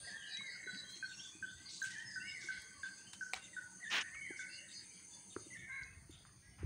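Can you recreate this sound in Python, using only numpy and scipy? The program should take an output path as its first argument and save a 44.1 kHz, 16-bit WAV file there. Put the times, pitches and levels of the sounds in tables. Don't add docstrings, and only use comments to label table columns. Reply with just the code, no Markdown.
import sys
import numpy as np
from scipy import signal
from scipy.fft import rfft, irfft, next_fast_len
from scipy.io import wavfile

SR = 44100
rng = np.random.default_rng(int(sys.argv[2]) if len(sys.argv) > 2 else 0)


def put_to_file(sound):
    columns = np.atleast_2d(sound).T
    safe = np.clip(columns, -1, 1)
    whole_steps = np.round(safe * 32767)
    wavfile.write(sys.argv[1], SR, whole_steps.astype(np.int16))


def natural_amplitude(level_db):
    exponent = np.asarray(level_db, float) / 20
    return 10 ** exponent


N = 293265
CUT_S = 5.572


def unit(x):
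    return x / np.sqrt(np.mean(x ** 2) + 1e-20)


def in_time(rows, outside=None):
    s, *columns = np.transpose(rows)
    return [np.interp(np.arange(N) / SR, s, c, outside, outside) for c in columns]


def colour(x, spectrum):
    hz, db = np.transpose(spectrum)
    size = next_fast_len(len(x))
    grid_hz = np.arange(size // 2 + 1) * SR / size + 1
    gain = natural_amplitude(np.interp(np.log(grid_hz), np.log(hz), db))
    return irfft(rfft(x, size) * gain, size)[:len(x)]


def band(x, low_hz, high_hz, order=2):
    sos = signal.butter(order, [low_hz, min(high_hz, .45 * SR)], "band", fs=SR, output="sos")
    return signal.sosfilt(sos, x)


def drift(rate_hz):
    knots = rng.standard_normal(400)
    return np.interp(np.arange(N) / SR * rate_hz * 2, np.arange(400), knots) * 2.47


def add(out, s, sound):
    i = max(round(s * SR), 0)
    out[i:i + len(sound)] += sound[:N - i]


def bed(first_db, turn_db, loss_db, fade_db):
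    t = np.arange(N) / SR
    before_db = first_db + turn_db * np.minimum(t, CUT_S)
    return natural_amplitude(before_db - (t >= CUT_S) * (loss_db + fade_db * (t - CUT_S)))


def swells(rows, order):
    t = np.arange(N) / SR
    return sum(natural_amplitude(db) * np.exp(-((t - s) / half_s) ** order) for s, half_s, db in rows)


def trees(x, t60, wet_db, build_s=0.0086, direct_db=0., lumps_db=5.0):
    t = np.arange(round(1.2 * SR)) / SR
    lumps = natural_amplitude(lumps_db * np.interp(t, np.arange(50) / 40, rng.standard_normal(50)))
    tail = rng.standard_normal(len(t)) * lumps * natural_amplitude(-60 * t / t60) * (1 - np.exp(-t / build_s))
    tail /= np.sqrt(np.sum(tail ** 2))
    return natural_amplitude(direct_db) * x + natural_amplitude(wet_db) * signal.fftconvolve(x, tail)[:N]


def whistle(length_s, hz, edge=0.052, second_db=-29.0):
    u = np.linspace(0, 1, max(round(length_s * SR), 8))
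    waver = 1 + .008 * np.interp(u * length_s, np.arange(40) / 110, rng.standard_normal(40))
    pitch_hz = waver * np.polyval(np.polyfit([0, .5, 1], hz, 2), u)
    phase = 2 * np.pi * np.cumsum(pitch_hz) / SR
    shape = np.sin(np.pi / 2 * np.clip(np.minimum(u, 1 - u) / edge, 0, 1)) ** 2
    return np.sqrt(2) * shape * (np.sin(phase) + natural_amplitude(second_db) * np.sin(2 * phase))


def choir(rows, t60, wet_db, direct_db, flicker_db):
    out = np.zeros(N)
    for s, length_s, *hz, db in rows:
        add(out, s, natural_amplitude(db) * whistle(length_s, hz, edge=0.11))
    flicker = natural_amplitude(flicker_db * np.clip(drift(40), -3, 1.2))
    return natural_amplitude(direct_db) * flicker * out + trees(out, t60, wet_db, direct_db=-99.5)


def glides(rows):
    return [(s, length_s, hz * 2 ** (-step / 24), hz, hz * 2 ** (step / 24), db)
            for s, length_s, hz, step, db in rows]


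def hiss():
    # middle_s, half_length_s, share_lost
    dips = [
        (3.42, .06, .6),
        (3.56, 0.073, .6),
        (3.82, 0.055, .5),
        (4.051, 0.032, 0.76),
        (4.25, 0.2, 1),
        (4.597, .25, 0.72),
        (5.15, .12, 0.34),
    ]
    t, noise = np.arange(N) / SR, rng.standard_normal((3, N))
    lost = sum(share * np.exp(-((t - s) / half_s) ** 2) for s, half_s, share in dips)
    low = natural_amplitude(2.5 * drift(15)) * band(noise[0], 10000, 11500)
    low += natural_amplitude(2.5 * drift(15)) * band(noise[1], 11500, 13200)
    return natural_amplitude(-71.0) * np.clip(1 - lost, .05, 1) * low + natural_amplitude(-68.5) * band(noise[2], 13200, 16000, order=3)


def background():
    # hz, level_db_per_hz
    air_tone = [(300, -24), (450, -8), (2000, -6.5), (3500, -11.5), (5500, -18), (7100, -22.5),
                (8400, -15.5), (11000, -18.5)]
    # hz, level_db_per_hz
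    hum_tone = [(25, -42.5), (75, -3.5), (139, 0.5), (160, -4.5), (188, 7.5), (221, -3.5), (339, -2.5),
                (800, -58)]
    # hz, level_db_per_hz
    breeze_tone = [(22, -8), (103, 2.5), (146, 0), (237, -17), (400, -27.5), (520, -57.5), (880, -120)]
    # first_db, turn_db_per_s, loss_db at the second spot, fade_db_per_s there
    beds = [
        (-71, -0.11, 2, -0.5),
        (-69.5, 0.042, 6, -0.5),
        (-80.5, -.5, -19.5, 4),
    ]
    # middle_s, half_length_s, level_db
    rumble_swells = [
        (1.5, 0.64, -80.5),
        (5.55, 0.11, -63),
    ]
    # middle_s, half_length_s, level_db
    gusts = [
        (0, 0.11, -72),
        (1.6, 0.24, -81),
        (2.5, 0.32, -80.5),
        (4.2, 0.24, -74),
        (6.15, .2, -72),
        (6.68, 0.069, -45.5),
    ]
    noise = rng.standard_normal((4, N))
    air, edges_hz = colour(noise[0], air_tone), 400 * 2 ** np.arange(0, 4.8, 1 / 3)
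    patches = sum(natural_amplitude(.9 * drift(3) + .9 * drift(9)) * band(air, lo, hi)
                  for lo, hi in zip(edges_hz, edges_hz[1:]))
    far, rumble, wind = [bed(*row) for row in beds]
    far = far + natural_amplitude(-72.0) * np.exp(-np.arange(N) / SR / 0.33)
    patches = far * patches / np.std(band(patches, 330, 2730))
    hum = (rumble + swells(rumble_swells, order=2)) * natural_amplitude(1.1 * drift(13)) * unit(colour(noise[1], hum_tone))
    breeze = (wind + swells(gusts, order=2)) * natural_amplitude(1.33 * drift(9.7)) * unit(colour(noise[2], breeze_tone))
    return patches + band(hum, 55, 2000, order=3) + band(breeze, 40, 2000, order=3) + hiss()


def crickets():
    # first_db, turn_db_per_s, loss_db at the second spot, fade_db_per_s there
    bands = [
        (-70, -0.66, 10.5, -2),
        (-63, 0.34, 6, 5.5),
        (-68.5, 0.17, 8, 17),
        (-66.5, 1.0, 5.5, 2),
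    ]
    # middle_s, half_length_s, level_db
    buzzes = [(0.084, 0.052, -54), (0.324, 0.041, -53), (0.532, 0.054, -54.5), (0.774, 0.047, -54.5),
              (1.26, 0.043, -70), (1.52, 0.049, -74), (1.735, 0.1, -61.5), (2.443, 0.16, -69.5),
              (2.917, 0.18, -64.5), (4.549, 0.045, -53.5), (4.775, 0.047, -51), (4.966, 0.056, -68.5),
              (5.154, 0.042, -67.5), (5.405, 0.057, -68.5), (6.252, 0.28, -77.5), (6.574, 0.029, -92)]
    throb_hz, throb_start_s, skip_at_s, skip_cycles = 10.8, .063, 2.6, .41
    pip_hz, pip_start_s = 10.77, .04
    opening_db, opening_s = -53, 0.088
    buzz, low, mid, top = [bed(*row) for row in bands]
    t = np.arange(N) / SR
    first_spot = t < CUT_S
    cycle = ((t - throb_start_s) * throb_hz + skip_cycles * (t > skip_at_s) + .5) % 1 - .5
    throb = np.where(first_spot, 0.29 + 0.78 * np.exp(-(cycle / 0.47) ** 2), .7)
    dip = np.where(first_spot, 0.39 + 0.95 * natural_amplitude(1.9 * drift(2.7)) * np.exp(-(cycle / 0.12) ** 2), .5)
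    beat = ((t - pip_start_s) * pip_hz + .5) % 1 - .5
    pip_gain = first_spot * np.clip((t - 2.8) / 1.24, .25, 1) * natural_amplitude(4.0 + 0.64 * drift(6.3))
    pip = pip_gain * np.exp(-(beat / 0.1) ** 2) * np.sin(2 * np.pi * 8960 * t)
    buzz = buzz + swells(buzzes, order=2)
    top = top + natural_amplitude(opening_db) * np.exp(-t / opening_s)
    noise = rng.standard_normal((5, N))
    out = buzz * unit(band(noise[0], 4244, 4983, order=4))
    low_wings = unit(band(noise[1], 6118, 6360) + 0.72 * band(noise[2], 6340, 6700))
    out += low * natural_amplitude(0.95 * drift(20)) * low_wings
    mid_wings = throb * unit(band(noise[3], 7850, 7973)) + dip * unit(band(noise[3], 7495, 7820, order=3))
    out += mid * natural_amplitude(1.05 * drift(5.4)) * mid_wings
    return out + top * natural_amplitude(0.21 * drift(0.92)) * (unit(band(noise[4], 8676, 9544, order=3)) + pip)


def crow():
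    # start_s, pitch_hz, level_db
    caw = [
        (5.675, 521.5, -73),
        (5.7, 526.4, -52.5),
        (5.75, 545, -52),
        (5.8, 531, -52),
        (5.835, 501, -59.5),
        (5.855, 522, -88),
    ]
    # multiple, level_db
    orders = [(2, -9.5), (3, 4), (4, 8), (5, -24)]
    hz, db = in_time(caw)[0], in_time(caw, outside=-140)[1]
    shake = unit(band(rng.standard_normal(N), 24, 93, order=1))
    phase = 2 * np.pi * np.cumsum(hz * (1 + .021 * shake)) / SR
    voice = sum(natural_amplitude(order_db) * np.sin(k * phase) for k, order_db in orders)
    return trees(natural_amplitude(db) * voice, 0.53, -5.5, direct_db=-0.5)


def twitter():
    # start_s, length_s, pitch_hz, level_db
    pipes = [(.265, 0.043, 3950, -63), (0.3, 0.11, 3910, -51.5), (0.619, 0.247, 3972, -58.5),
             (0.835, 0.17, 3230, -63.5), (.96, 0.033, 5450, -72), (1.012, 0.026, 2470, -63.5),
             (1.039, 0.052, 5600, -64.5), (1.122, 0.053, 2730, -65.5), (1.137, 0.073, 5585, -57),
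             (1.216, 0.043, 3477, -52.5), (1.645, 0.054, 4730, -62), (1.655, 0.045, 4310, -56),
             (1.718, 0.078, 4000, -60.5), (1.939, 0.029, 2420, -67), (2.045, 0.045, 5227, -55.5),
             (2.703, 0.042, 3169, -73), (3.368, 0.087, 2760, -67.5), (4.6, 0.13, 1846, -66.5),
             (5.108, 0.051, 3500, -69.5), (2.045, 0.058, 6597, -62.5), (4.903, 0.025, 2324, -65.5),
             (5.535, .025, 5560, -73), (6.42, 0.06, 1658, -74)]
    # start_s,
    # length_s, middle_hz, glide_semitones (negative falls), level_db
    sliding_calls = [(0.86, 0.11, 4110, 1.9, -56.5), (.95, 0.14, 4318, 0.1, -60), (.9, 0.14, 4010, 0.8, -63),
                     (1.183, 0.032, 3000, 3, -63), (1.197, 0.023, 3290, 1.8, -54.5),
                     (1.322, 0.037, 2450, 1.2, -61.5), (1.432, 0.04, 3210, 3.5, -60),
                     (1.468, 0.037, 3500, 1.5, -56.5), (1.492, 0.036, 3800, -2, -73),
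                     (1.559, 0.14, 2060, 2.8, -68.5), (1.931, 0.047, 3075, 1.5, -63),
                     (2.196, 0.096, 2820, 2.3, -57), (2.22, 0.094, 5110, 1.1, -57.5), (2.513, 0.11, 4300, 1, -69),
                     (2.8, 0.29, 4860, 1.8, -81), (2.97, 0.059, 2660, 3, -72), (3.04, 0.027, 2850, 0.5, -69),
                     (3.066, 0.044, 3067, 0.2, -60), (4.205, 0.063, 3080, 1.1, -64),
                     (4.49, 0.098, 2770, 2.1, -58.5), (4.903, 0.058, 3140, 3, -72.5),
                     (5.073, 0.053, 7020, -0.5, -68), (5.71, .1, 3955, .5, -68.5), (5.84, 0.094, 2560, 1, -72.5),
                     (5.9, 0.087, 4510, -1, -84), (6.17, 0.11, 4870, .3, -78), (6.4, .13, 5450, -.4, -82),
                     (6.42, 0.1, 1980, 1.7, -72), (6.51, 0.053, 2950, -0.2, -79.5), (6.55, .08, 4930, -0.7, -79),
                     (.05, 0.057, 3320, -1, -64), (0.168, 0.097, 3065, -3.0, -55.5),
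               (.29, 0.046, 2430, -1.5, -57.5), (.66, 0.09, 3320, 0, -72),
               (1.682, 0.045, 3730, -4.5, -59.5), (2.071, 0.1, 4880, -1.5, -59),
               (2.562, 0.061, 3310, -1.2, -67), (2.659, 0.187, 1139, -2, -70.5),
               (3.398, 0.095, 2045, -0.5, -64), (3.53, 0.032, 1883, -2.5, -56), (4.82, 0.13, 2380, -2, -71)]
    level = [(s, length_s, hz, 0, db) for s, length_s, hz, db in pipes]
    near = choir(glides(level), .45, 1.5, -2.5, 2.5)
    far = choir(glides(sliding_calls), .48, 1.0, -3.5, 2.5)
    return (near + far) * natural_amplitude(1.0 * drift(25))


def chips():
    # start_s, top_hz, level_db
    calls = [(0.072, 3740, -66.5), (1.091, 3710, -62), (2.287, 3710, -66.5), (2.83, 3515, -65.5),
             (3.419, 3650, -63.5), (3.839, 3618, -66), (4.387, 3550, -66.5), (4.683, 3790, -65.5),
             (5.299, 3660, -67), (5.565, 3540, -71.5), (6.105, 3600, -70)]
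    out = np.zeros(N)
    for s, hz, db in calls:
        hold = whistle(.016, (hz * 1.02, hz, hz * 0.97), edge=0.25, second_db=-2)
        fall = whistle(.03, (hz * .96, hz * .82, hz * 0.59), edge=0.13, second_db=-7)
        add(out, s, natural_amplitude(db) * hold)
        add(out, s + 0.0074, natural_amplitude(db - 8.5) * fall)
    hoarse = 1 + 0.36 * unit(band(rng.standard_normal(N), 65, 340))
    return trees(out * hoarse, 0.58, 8.45, build_s=0.0071, direct_db=2.5)


def phrase(s, pause_s, db, factor, arch_db):
    # offset_s, length_s, start_hz, middle_hz, end_hz, level_db
    dip = [
        (0, 0.033, 2040, 1860, 2070, -7.5),
        (0.028, 0.029, 2000, 1940, 1720, -1.5),
        (0.052, 0.084, 1700, 1820, 1904, 0),
    ]
    arch = [
        (0, .05, 1960, 2130, 2240, -8.5),
        (.045, .04, 2240, 2250, 2220, -2),
        (.09, .075, 2215, 2140, 1929, -1),
        (.165, .06, 1900, 1650, 1453, -11),
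    ]
    return [(start_s + at_s, length_s, *(factor * np.array(hz)), db + more_db + note_db)
            for start_s, motif, more_db in ((s, dip, 0), (s + pause_s, arch, arch_db))
            for at_s, length_s, *hz, note_db in motif]


def songster():
    # start_s, dip_to_arch_s, level_db, pitch_factor, arch_over_dip_db
    phrases = [
        (.045, 0.3, -49, 0.97, 2),
        (1.902, 0.32, -47.5, 1, 1.2),
        (3.8, .318, -46.5, 1.0, 1.5),
        (5.502, 0.35, -47.5, 1.054, 0),
    ]
    late = (5.5, 0, -57.5, 1, 2)
    # start_s, length_s, middle_hz, glide_semitones, level_db
    asides = [
        (0, 0.4, 1603, 0.045, -60),
        (.6, 0.0384, 1820, -2, -52),
    ]
    first = choir(sum((phrase(*p) for p in phrases), glides(asides)), 1.41, 0.23, -1.6, 1.87)
    second = choir(phrase(*late), 1.2, 1.8, -3.5, 1.8)
    return np.where(np.arange(N) / SR < CUT_S, first, second)


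def grit(per_s, spread_db):
    sizes = natural_amplitude(spread_db * np.minimum(rng.exponential(1, N), 2.5)) * rng.choice([-1, 1], N)
    return unit((rng.random(N) < per_s / SR) * sizes)


def rustles(grains):
    # start_s, hold_s, low_hz, high_hz, level_db
    rubs = [(0.885, 0.017, 3470, 12040, -53), (0.94, 0.026, 2500, 9000, -61), (1.15, 0.16, 5940, 6900, -61),
            (1.68, 0.1, 4100, 6200, -57.5), (1.695, 0.13, 6600, 8300, -59.5),
            (1.83, 0.011, 4570, 11400, -46.5), (1.84, 0.063, 1750, 8400, -53),
            (1.795, .03, 14000, 16000, -60), (.88, .02, 13800, 16000, -63),
            (1.902, 0.12, 2600, 7200, -60.5), (2.1, 0.055, 4000, 8800, -68), (2.4, 0.11, 3400, 4900, -62.5),
            (2.397, 0.088, 4100, 6900, -56), (2.5, 0.073, 2610, 3400, -65.5),
            (1.05, .18, 3300, 3800, -70.5), (1.56, 0.27, 2500, 3800, -69), (2.504, 0.11, 3884, 5200, -61),
            (2.82, 0.057, 2100, 5300, -66), (3.184, 0.094, 5100, 6900, -64),
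            (3.13, 0.0089, 880, 11100, -47.5), (3.348, 0.016, 680, 7700, -51.5),
            (3.361, 0.036, 610, 4400, -59), (4.353, 0.076, 4430, 6400, -63),
            (4.378, 0.022, 5300, 7600, -54), (4.718, 0.021, 6000, 6700, -55),
            (4.02, 0.076, 1550, 2500, -62), (6.247, 0.022, 800, 2200, -70),
            (6.578, 0.087, 800, 2360, -62.5), (6.105, .1, 3150, 3820, -68.5),
            (5.57, 0.063, 2900, 3700, -71)]
    rise_max_s, halving_oct, sag_db, end_s = 0.029, 0.94, 3, 0.016
    out = np.zeros(N)
    for s, hold_s, low_hz, high_hz, db in rubs:
        rise_s = rise_max_s * (low_hz / high_hz) ** (1 / halving_oct)
        t = np.arange(round((rise_s + hold_s + 5 * end_s) * SR)) / SR
        shape = np.clip(t / rise_s, 0, 1) ** 2 * natural_amplitude(3 - sag_db * t / hold_s)
        shape *= np.exp(-np.maximum(t - rise_s - hold_s, 0) / end_s)
        piece = np.roll(grains, -round(s * SR))[:len(t)]
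        add(out, s, natural_amplitude(db) * shape * unit(band(piece, low_hz, high_hz, order=3)))
    return out


def sandal_scuff(grains):
    # time_s, level_db, bright_grit_db
    course = [
        (3.9, -58, 7),
        (3.912, -41.5, -10),
        (3.93, -34, -13),
        (3.985, -34, -13.5),
        (3.998, -38, -35),
        (4.012, -39, -2.5),
        (4.028, -47.5, -10),
        (4.032, -74, -10),
    ]
    # hz, level_db_per_hz
    tone = [(110, -32.5), (200, -16.5), (754, -12.5), (1340, -2), (2870, 2.5), (5400, -15), (9500, -47.5),
            (16000, -97)]
    db, bright_db = in_time(course, outside=-99.5)
    noise = grit(12000, 2.9)
    drag = unit(colour(noise, tone))
    bright = natural_amplitude(bright_db) * unit(band(grains, 5140, 6800))
    top_gain = natural_amplitude(-18.5) * np.clip((3.998 - np.arange(N) / SR) / 0.013, .3, 1)
    return natural_amplitude(db) * (drag + bright + top_gain * unit(band(noise, 8900, 22000)))


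def knocks():
    # start_s, ring_hz, t60_s, level_db
    ticks = [(.371, 3280, 0.013, -37), (.372, 5990, 0.01, -35), (.748, 2796, 0.0018, -31),
             (1.248, 2660, 0.0035, -56), (1.826, 6370, 0.021, -33.5), (1.843, 3280, 0.0056, -38),
             (1.87, 6070, .005, -40), (1.885, 8460, 0.0066, -48), (1.984, 6360, .008, -39),
             (2.62, 11250, 0.0041, -30), (4.148, 1290, 0.031, -49), (4.146, 2910, 0.026, -51),
             (4.153, 2520, .02, -46), (5.364, 1340, 0.0061, -24.5), (6.11, 12500, 0.013, -44),
             (6.208, 600, 0.0066, -48), (6.2514, 1380, 0.0052, -38.5), (6.293, 1460, 0.0052, -46),
             (4.31, 794, 0.037, -54), (6.112, 4700, .006, -53), (1.858, 4450, 0.0037, -42),
             (1.92, 7000, .004, -46), (.07, 710, 0.21, -57.5), (.408, 1110, 0.028, -46.5),
             (5.834, 4700, 0.0068, -39.5)]
    snaps = [
        (3.332, 8200, .01, -37),
        (3.3344, 2270, 0.017, -17.5),
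        (3.338, 769, 0.046, -32),
        (3.342, 3900, 0.0062, -23),
        (5.574, 3050, 0.0034, -36),
        (5.82, 2500, 0.0032, -38),
    ]
    bumps = [(.385, 197, 0.23, -54.5), (.666, 384, 0.031, -41.5), (.729, 194, 0.26, -49),
             (.752, 273, 0.11, -51), (.96, 340, 0.084, -55.5), (1.35, 320, 0.11, -52),
             (1.55, 75, 0.11, -51), (1.86, 129, .1, -49.5), (2.05, 130, 0.17, -51), (2.44, 346, .12, -53),
             (2.575, 69, 0.098, -50), (2.77, 82.7, 0.14, -57), (4.305, 341, 0.027, -32.5),
             (5.3635, 364.7, 0.022, -24.5), (5.362, 110, 0.068, -42.5), (3.35, 70.4, .12, -56),
             (4.14, 69.96, .12, -56), (5.465, 331, 0.063, -47), (6.094, 320, 0.037, -42.5),
             (6.63, 348, 0.023, -31), (6.634, 100, 0.14, -27)]
    out, t = np.zeros(N), np.arange(round(.1 * SR)) / SR
    for rows, crack in ((ticks, 0.024), (snaps, 0.5), (bumps, 0.022)):
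        noises = band(rng.standard_normal((len(rows), len(t))), 670, 7000, order=1)
        for (s, hz, t60, db), noise in zip(rows, noises):
            ring = (1 - crack) * np.sin(2 * np.pi * hz * t)
            burst = crack * noise * natural_amplitude(-60 * t / 0.067)
            add(out, s, natural_amplitude(db - 60 * t / t60) * np.clip(t * hz / 1.14, 0, 1) * (ring + burst))
    return out


def handling():
    grains = grit(7000, 3.7) * natural_amplitude(1.25 * drift(28))
    close = trees(rustles(grains) + knocks(), 0.3, -12.0, build_s=0.0033)
    return close + trees(sandal_scuff(grains), 0.15, -33, build_s=0.0027)


def toks():
    # start_s, peak_db, pitch_hz
    calls = [(0.676, -40, 1476), (1.0285, -36, 1507), (1.4279, -36.5, 1512), (1.8199, -33.5, 1532),
             (2.1613, -37.5, 1493), (2.4889, -35, 1507), (2.835, -36, 1534), (3.212, -37, 1494),
             (3.568, -38.5, 1470), (3.972, -42, 1497), (4.3947, -39.5, 1498)]
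    # delay_s, level_db
    paths = [(.013, -7), (.026, -11), (0.052, -9.5), (.082, -14), (.15, -29.5), (0.219, -24)]
    wall_turns = [(0.1, -0.57, 0.39), (0.24, 0.063, -0.3), (-0.47, 0.53, 0.16), (0.27, 0.31, -0.13),
                  (0.46, -0.41, 0.19), (0.26, 0.45, 0.23), (0.36, 0.18, 0.34), (-0.21, -0.37, 0.016),
                  (0.15, -0.49, -0.07), (0.26, 0.17, .12), (0.16, -0.24, 0.19)]
    out, t = np.zeros(N), np.arange(round(0.034 * SR)) / SR
    shape = np.clip(t / 0.0023, 0, 1) * natural_amplitude(-5 * np.clip(t / 0.014, 0, 1)) * np.clip((t[-1] - t) / 0.007, 0, 1)
    fall = 1 + .05 * np.exp(-t / .004) + .03 * np.exp(-t / .014)
    for (s, db, hz), turns, sway in zip(calls, wall_turns, rng.standard_normal((len(calls), 8))):
        sway[:3] = turns
        note = natural_amplitude(db + 1.5) * shape * np.sin(2 * np.pi * np.cumsum(hz * fall) / SR)
        add(out, s - .003, note)
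        for (lag_s, path_db), turn in zip(paths, sway):
            add(out, s + lag_s + 0.000947 * turn, natural_amplitude(path_db + 2.0 * turn) * note)
    return trees(out, 0.75, -8.5, build_s=0.016)


def scene():
    # from_s, to_s
    spans = [(3.32, 3.43), (3.51, 3.57), (3.79, 4.88), (4.92, 5.24), (5.31, 5.52), (5.66, 5.7),
             (6.09, 6.17), (6.38, 6.42)]
    birds = toks() + songster() + twitter() + chips() + crow()
    mono, t = birds + crickets() + handling() + background(), np.arange(N) / SR
    apart = sum((t > start_s) * (t < end_s) for start_s, end_s in spans)
    side = natural_amplitude(-8.0) * apart * band(np.roll(mono, 200), 12700, 17100, order=3)
    return mono + side * [[1], [-1]]


def top_cut(x):
    return signal.sosfilt(signal.butter(12, 17100, fs=SR, output="sos"), x)


def record(dry):
    # hz, level_db
    mic = [(20, 1), (9300, -2), (9900, -15), (10800, -20), (13300, -18.5), (14600, -14), (15400, -5),
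           (20000, -27.5)]
    wall = signal.ellip(10, .5, 60, 15680, fs=SR, output="sos")
    mix = signal.sosfilt(wall, [colour(c, mic) for c in dry])
    return top_cut(mix)


dry = scene()
out = record(dry)
put_to_file(out)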